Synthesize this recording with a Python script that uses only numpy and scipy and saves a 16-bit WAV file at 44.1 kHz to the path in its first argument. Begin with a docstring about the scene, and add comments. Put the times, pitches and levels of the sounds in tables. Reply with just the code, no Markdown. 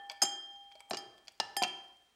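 """A faint ring of glass, then ice cubes slide out of a glass cup and drop into a tall, half-filled glass.
Cubes that strike the wall make the tall glass ring; cubes that meet each other, the cup or the thick
drink give dry knocks, and some drag air under. The ring sinks in pitch as the drink rises, and cubes
touching the wall damp it. A quiet kitchen, one microphone close by, the room sounding behind the ice."""
import sys
import numpy as np
from scipy import signal
from scipy.fft import rfft, irfft
from scipy.io import wavfile

SR = 44100
rng = np.random.default_rng(int(sys.argv[2]) if len(sys.argv) > 2 else 0)


def master(y):
    """Save y as 16-bit WAV."""
    cut = np.clip(np.atleast_2d(y).T, -1, 1)
    pcm = np.round(cut * 32767)  # scale
    wavfile.write(sys.argv[1], SR, pcm.astype(np.int16))


N = 94815

# modes of the tall glass, where close pairs beat: f/Hz
GLASS_MODE_HZ = [804.3, 801.9, 1771, 1764, 3182, 3200, 4842, 5036, 5146, 5195, 6460, 6452, 7267, 8527, 9860,
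                 11175, 12882, 14200]
# the same modes: level/dB, t60/s
GLASS_MODE_DECAY = [(0, 1.0), (-4.5, 2.6), (0, 1.0), (-5, .8), (0, 1.3), (0, 1.3), (-9, .15), (0, .11),
                    (-5, .14), (-8, .18), (0, .12), (-27, .8), (-5, .33), (0, .07), (-6, .12), (-6, .05),
                    (-2, .05), (-6, .03)]
# borders between the eight mode families: f/Hz
FAMILY_EDGES_HZ = [1200, 2400, 3190, 4000, 6000, 7000, 8000]
# families that sink most as the drink rises: index
SINKING_FAMILIES = [0, 1, 4]
# blows on the wall: t/s, level/dB of each family from low to high, damping/dB (sign ignored)
WALL_BLOWS = [(-.3, -40, -37, -42.5, -47, -55, -81, -68, -70, 0),
              (0.2187, -40, -50.5, -38.5, -46, -19.5, -20.5, -22.5, -34.5, 17),
              (0.235, -73, -88, -39, -57, -55, -55, -58.5, -51.5, 6),
              (.8968, -56.5, -88, -76, -85, -68.5, -59, -52.5, -50, -6),
              (.9095, -53, -58, -65, -76.5, -49.5, -66, -52, -86, 14),
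              (.9707, -51, -56.5, -49, -71, -38.5, -46.5, -59, -73, 29),
              (1.399, -52.5, -46.5, -68, -96.5, -68, -58, -61, -77, 4),
              (1.5663, -38, -44.5, -38, -54.5, -32, -42, -38.5, -33, 11.5),
              (1.6342, -46.5, -48, -39, -45, -65.5, -44, -52.5, -66, 7.5)]
# rises of the drink: t/s, pitch drop/share of the sinking families, of the others, damping/(dB/s)
DRINK_RISES = [(0.91, 0.00756, 0.00019, 36), (1.628, 0.01052, 0.00298, 2.5)]
# resonances of the cup with its ice: f/Hz, level/dB, t60/s
CUP_MODES = [(630, -6.5, 0.067), (946, -5, 0.034), (2272, -5, 0.042), (3353, 0.5, 0.0244),
             (4276, -6, 0.026), (4780, 6, 0.0089), (7960, -3, 0.018)]
# cubes shifting in the cup: t/s, level/dB under 1.25 kHz, at 1.25-3.6, at 3.6-7.2, above 7.2 kHz
CUP_SHIFTS = [(.093, -66.5, -87, -66, -64), (.0983, -50, -40.5, -41, -59), (.107, -49.5, -65, -60, -74),
              (.1135, -51, -47, -68, -51), (.1185, -49.5, -55, -48, -53.5), (.138, -64.5, -81.5, -67, -85),
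              (.560, -66, -65.5, -71, -87), (.716, -59, -54.5, -69, -75), (.7215, -67, -60, -59, -90),
              (.754, -52.5, -56.5, -57, -66), (.7955, -79, -75, -62, -68),
              (.8045, -47.5, -47.5, -54.5, -52), (.888, -71, -75.5, -83, -68),
              (1.180, -58.5, -62.5, -66.5, -65), (1.273, -75, -60, -55, -70),
              (1.2815, -50.5, -44.5, -40.5, -58), (1.320, -86, -73, -73.5, -61)]
# resonances of ice landing in the glass: f/Hz, level/dB, t60/s
LANDING_MODES = [(224, -6, 0.053), (364.7, -3, 0.064), (643, -3, 0.04), (730, 2, 0.028), (873.6, -1, 0.024),
                 (1300, -2, 0.023), (1553, 4.5, 0.0044), (2404, -5, 0.022), (2858, -1.5, 0.012),
                 (3270, -2.5, 0.012), (4032, -5.5, 0.02055), (4740, -2, 0.027), (5100, -5.5, 0.032),
                 (5430, -7.5, 0.036), (8400, 6, 0.015), (8800, 4.5, 0.012), ]
# borders between the five knock bands: f/Hz
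KNOCK_EDGES_HZ = [500, 1250, 3600, 7200]
# cubes landing: t/s, level/dB of each knock band from low to high
LANDINGS = [(.2178, -43.5, -45, -34, -34, -36.5), (.224, -40.5, -31.5, -37, -31, -33),
            (.252, -59, -57, -42.5, -40.5, -69), (.234, -36, -36.5, -64, -52, -33.5),
            (.9090, -28.5, -30.5, -34, -34.5, -49.5), (0.9141, -54, -39, -64.5, -51, -67),
            (0.9331, -32, -33.5, -40, -36.5, -66), (0.9452, -45, -41, -42, -33, -67),
            (0.9708, -67.5, -74, -48, -34.5, -46.5), (.987, -50, -46, -75, -53, -53),
            (1.4003, -33.5, -29, -27.5, -24.5, -44), (1.5669, -42, -38, -39, -37, -41.5),
            (1.6197, -32.5, -28.5, -31.5, -42, -71), (1.625, -48, -30.5, -36, -31, -37),
            (1.6347, -43.5, -36, -30, -23, -45), (1.645, -41.5, -41.5, -36, -58, -61),
            (1.681, -47.5, -61, -62, -68, -64)]
# air pockets: t/s, f/Hz, level/dB, t60/s, pitch rise/(share/s)
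AIR_POCKETS = [(.228, 2880, -46, .1, .6), (.936, 2850, -41, .13, .7), (1.403, 2815, -37, .14, .1),
               (1.635, 2670, -28.5, .075, 1.6)]
# reverberation of the kitchen: f/Hz, t60/s, level/dB
KITCHEN_DECAY = [(101, .6, 3.5), (206, 0.9, -14.5), (340, 0.49, -1.5), (592.5, 1, -12.5),
                 (800, 0.68, -10.5), (1320, 0.83, -5.5), (2610, 0.47, -11.5), (4790, 0.62, -14),
                 (12800, 0.28, -16.5)]
# spectrum of the room tone: f/Hz, relative level/dB
ROOM_TONE_SHAPE = [(20, -21.5), (50, 0), (120, -10), (300, -7), (800, -9.5), (2500, -10.5), (4500, -13.5),
                   (9000, -18.5), (14000, -28), (16500, -7)]


def from_db(db):
    return 10 ** (np.asarray(db) / 20)


def at_hz(points, hz, column=1):
    points = np.array(points)
    return np.interp(np.log(hz), np.log(points[:, 0]), points[:, column])


def band(x, low, high):
    return signal.sosfilt(signal.butter(2, [low, high], "band", fs=SR, output="sos"), x)


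def impulses(times_s, levels_db):
    clicks = np.full(N, 1e-18)
    clicks[(times_s * SR).astype(int)] = from_db(levels_db)
    return clicks


def noise_bursts(clicks, t60):
    envelope = signal.lfilter([1], [1, -from_db(-60 / (t60 * SR))], clicks)
    return envelope * rng.standard_normal(N)


def glass_ring(contact_s=0.0022):
    """Every blow on the wall starts all modes afresh; later touches take level from what still rings."""
    t, out = np.arange(N) / SR, np.zeros(N)
    touch_db = sum(abs(db) * (t >= s) for s, *_, db in WALL_BLOWS)
    drink_db = sum(rate * np.maximum(t - s, 0) for s, *_, rate in DRINK_RISES)
    loss_db = touch_db + drink_db
    for hz, (level_db, t60) in zip(GLASS_MODE_HZ, GLASS_MODE_DECAY):
        family = np.searchsorted(FAMILY_EDGES_HZ, hz)
        column = 1 if family in SINKING_FAMILIES else 2
        drop = sum(rise[column] * (t >= rise[0]) for rise in DRINK_RISES)
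        phase = 2 * np.pi * np.cumsum(hz * (1 - drop)) / SR
        for s, *family_db, _ in WALL_BLOWS:
            start = max(int(np.ceil(s * SR)), 0)
            span = slice(start, start + int(t60 * SR * 2))
            age = t[span] - s
            fall_db = loss_db[span] - loss_db[start] + 60 * age / t60
            envelope = from_db(level_db + family_db[family] - fall_db) * np.minimum(age / contact_s, 1)
            out[span] += envelope * np.sin(phase[span] - phase[start])
    return out


def kitchen(x, build_up_s=0.015, opening_age_s=0.19, opening_db=2.5):
    """Diffuse reverberation: noise that dies band by band. A midrange tail is fading at the start."""
    t, tail = np.arange(SR) / SR, 0
    edges = 60 * 2 ** np.arange(0, 8.3, .5)  # half octaves
    for low, high in zip(edges, edges[1:]):
        hz = np.sqrt(low * high)
        t60 = at_hz(KITCHEN_DECAY, hz)
        envelope = from_db(at_hz(KITCHEN_DECAY, hz, column=2) - 60 * t / t60)
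        unit_energy = np.sqrt(2 * np.log(1000) / t60 / SR)
        tail = tail + band(rng.standard_normal(SR), low, high) * envelope * unit_energy
    tail *= np.minimum(t / build_up_s, 1)
    out = signal.fftconvolve(x, tail)[:N]
    opening_tail = band(tail, 270, 2200)[int(opening_age_s * SR):]
    out[:len(opening_tail)] += from_db(opening_db) * opening_tail
    return out


def room_tone(level_db=-69.5):
    """The faint hiss and rumble of room and microphone."""
    hz = np.maximum(np.arange(N // 2 + 1) * SR / N, 1)
    noise = irfft(rfft(rng.standard_normal(N)) * from_db(at_hz(ROOM_TONE_SHAPE, hz)), N)
    return from_db(level_db) * noise / noise.std()


def settling_ticks(per_s=25):
    """Wet ice settles in tiny bright ticks at random moments."""
    onsets = rng.random(N) < per_s / SR
    levels_db = -67 + 2.5 * np.minimum(rng.exponential(1, N), 3)
    clicks = onsets * from_db(levels_db) + 1e-18
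    return band(noise_bursts(clicks, t60=0.008), 2500, 10000)


def knocks(hits, modes, edges_hz, low_hz, ring_db, crack_db, spread_db=4.5):
    """Each knock of ice is a click into short resonances plus a brief crack of noise, band by band."""
    hits, out = np.array(hits), np.zeros(N)
    times_s, band_db = hits[:, 0], hits[:, 1:]
    scatter_db = spread_db * np.clip(rng.standard_normal((len(hits), len(modes))), -2, 2)
    for k, (hz, level_db, t60) in enumerate(modes):
        strike_db = band_db[:, np.searchsorted(edges_hz, hz)] + scatter_db[:, k]
        clicks = impulses(times_s, strike_db + level_db + ring_db)
        radius, angle = from_db(-60 / (t60 * SR)), 2 * np.pi * hz / SR
        poles = [1, -2 * radius * np.cos(angle), radius ** 2]
        out += (-1) ** k * signal.lfilter([0, np.sin(angle)], poles, clicks)
    edges = [low_hz, *edges_hz, 14000]
    for k, (low, high) in enumerate(zip(edges, edges[1:])):
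        crack = noise_bursts(impulses(times_s, band_db[:, k] + crack_db), t60=0.036)
        unit_power = np.sqrt(SR / 2 / (high - low))
        out += band(band(crack, low, high), low, high) * unit_power
    return out


def ice_in_cup():
    """Sliding cubes knock against the cup and each other."""
    return knocks(CUP_SHIFTS, CUP_MODES, KNOCK_EDGES_HZ[1:], low_hz=463, ring_db=1.5, crack_db=-8)


def ice_landing():
    """Falling cubes meet the drink and the other ice with dry knocks."""
    return knocks(LANDINGS, LANDING_MODES, KNOCK_EDGES_HZ, low_hz=103.4, ring_db=-1, crack_db=-5.5)


def wall_clacks(low_hz=1280, high_hz=4770, gain_db=31):
    """The hard contact of cube and wall: a broad click that scales with the 3.2 kHz ring it starts."""
    blows = np.array(WALL_BLOWS[1:])  # the first blow falls before t = 0
    clicks = impulses(blows[:, 0], blows[:, 3] + gain_db)
    return band(band(clicks, low_hz, high_hz), low_hz, high_hz)


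def bubbles():
    """Each pocket of air dragged under by a cube rings as a sine that climbs while it dies."""
    out = np.zeros(N)
    for s, hz, level_db, t60, rise in AIR_POCKETS:
        age = np.maximum(np.arange(N) / SR - s, 0)
        phase = 2 * np.pi * hz * (age + rise * age ** 2 / 2)
        out += from_db(level_db - 60 * age / t60) * np.sin(phase)
    return out


def scene():
    """Glass and ice close by, thinned in the bass, with the kitchen around them; mono."""
    direct = glass_ring() + ice_landing() + ice_in_cup() + wall_clacks() + bubbles() + settling_ticks()
    direct = signal.sosfilt(signal.butter(2, 218, "high", fs=SR, output="sos"), direct)
    return (direct + kitchen(direct) + room_tone())[None]


def record(dry):
    """The microphone fades in the top octave; the very top is cut steeply."""
    soft = signal.sosfilt(signal.butter(2, 15900, fs=SR, output="sos"), dry)
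    return signal.sosfilt(signal.cheby2(12, 60, 16600, fs=SR, output="sos"), soft)


dry = scene()
out = record(dry)
master(out)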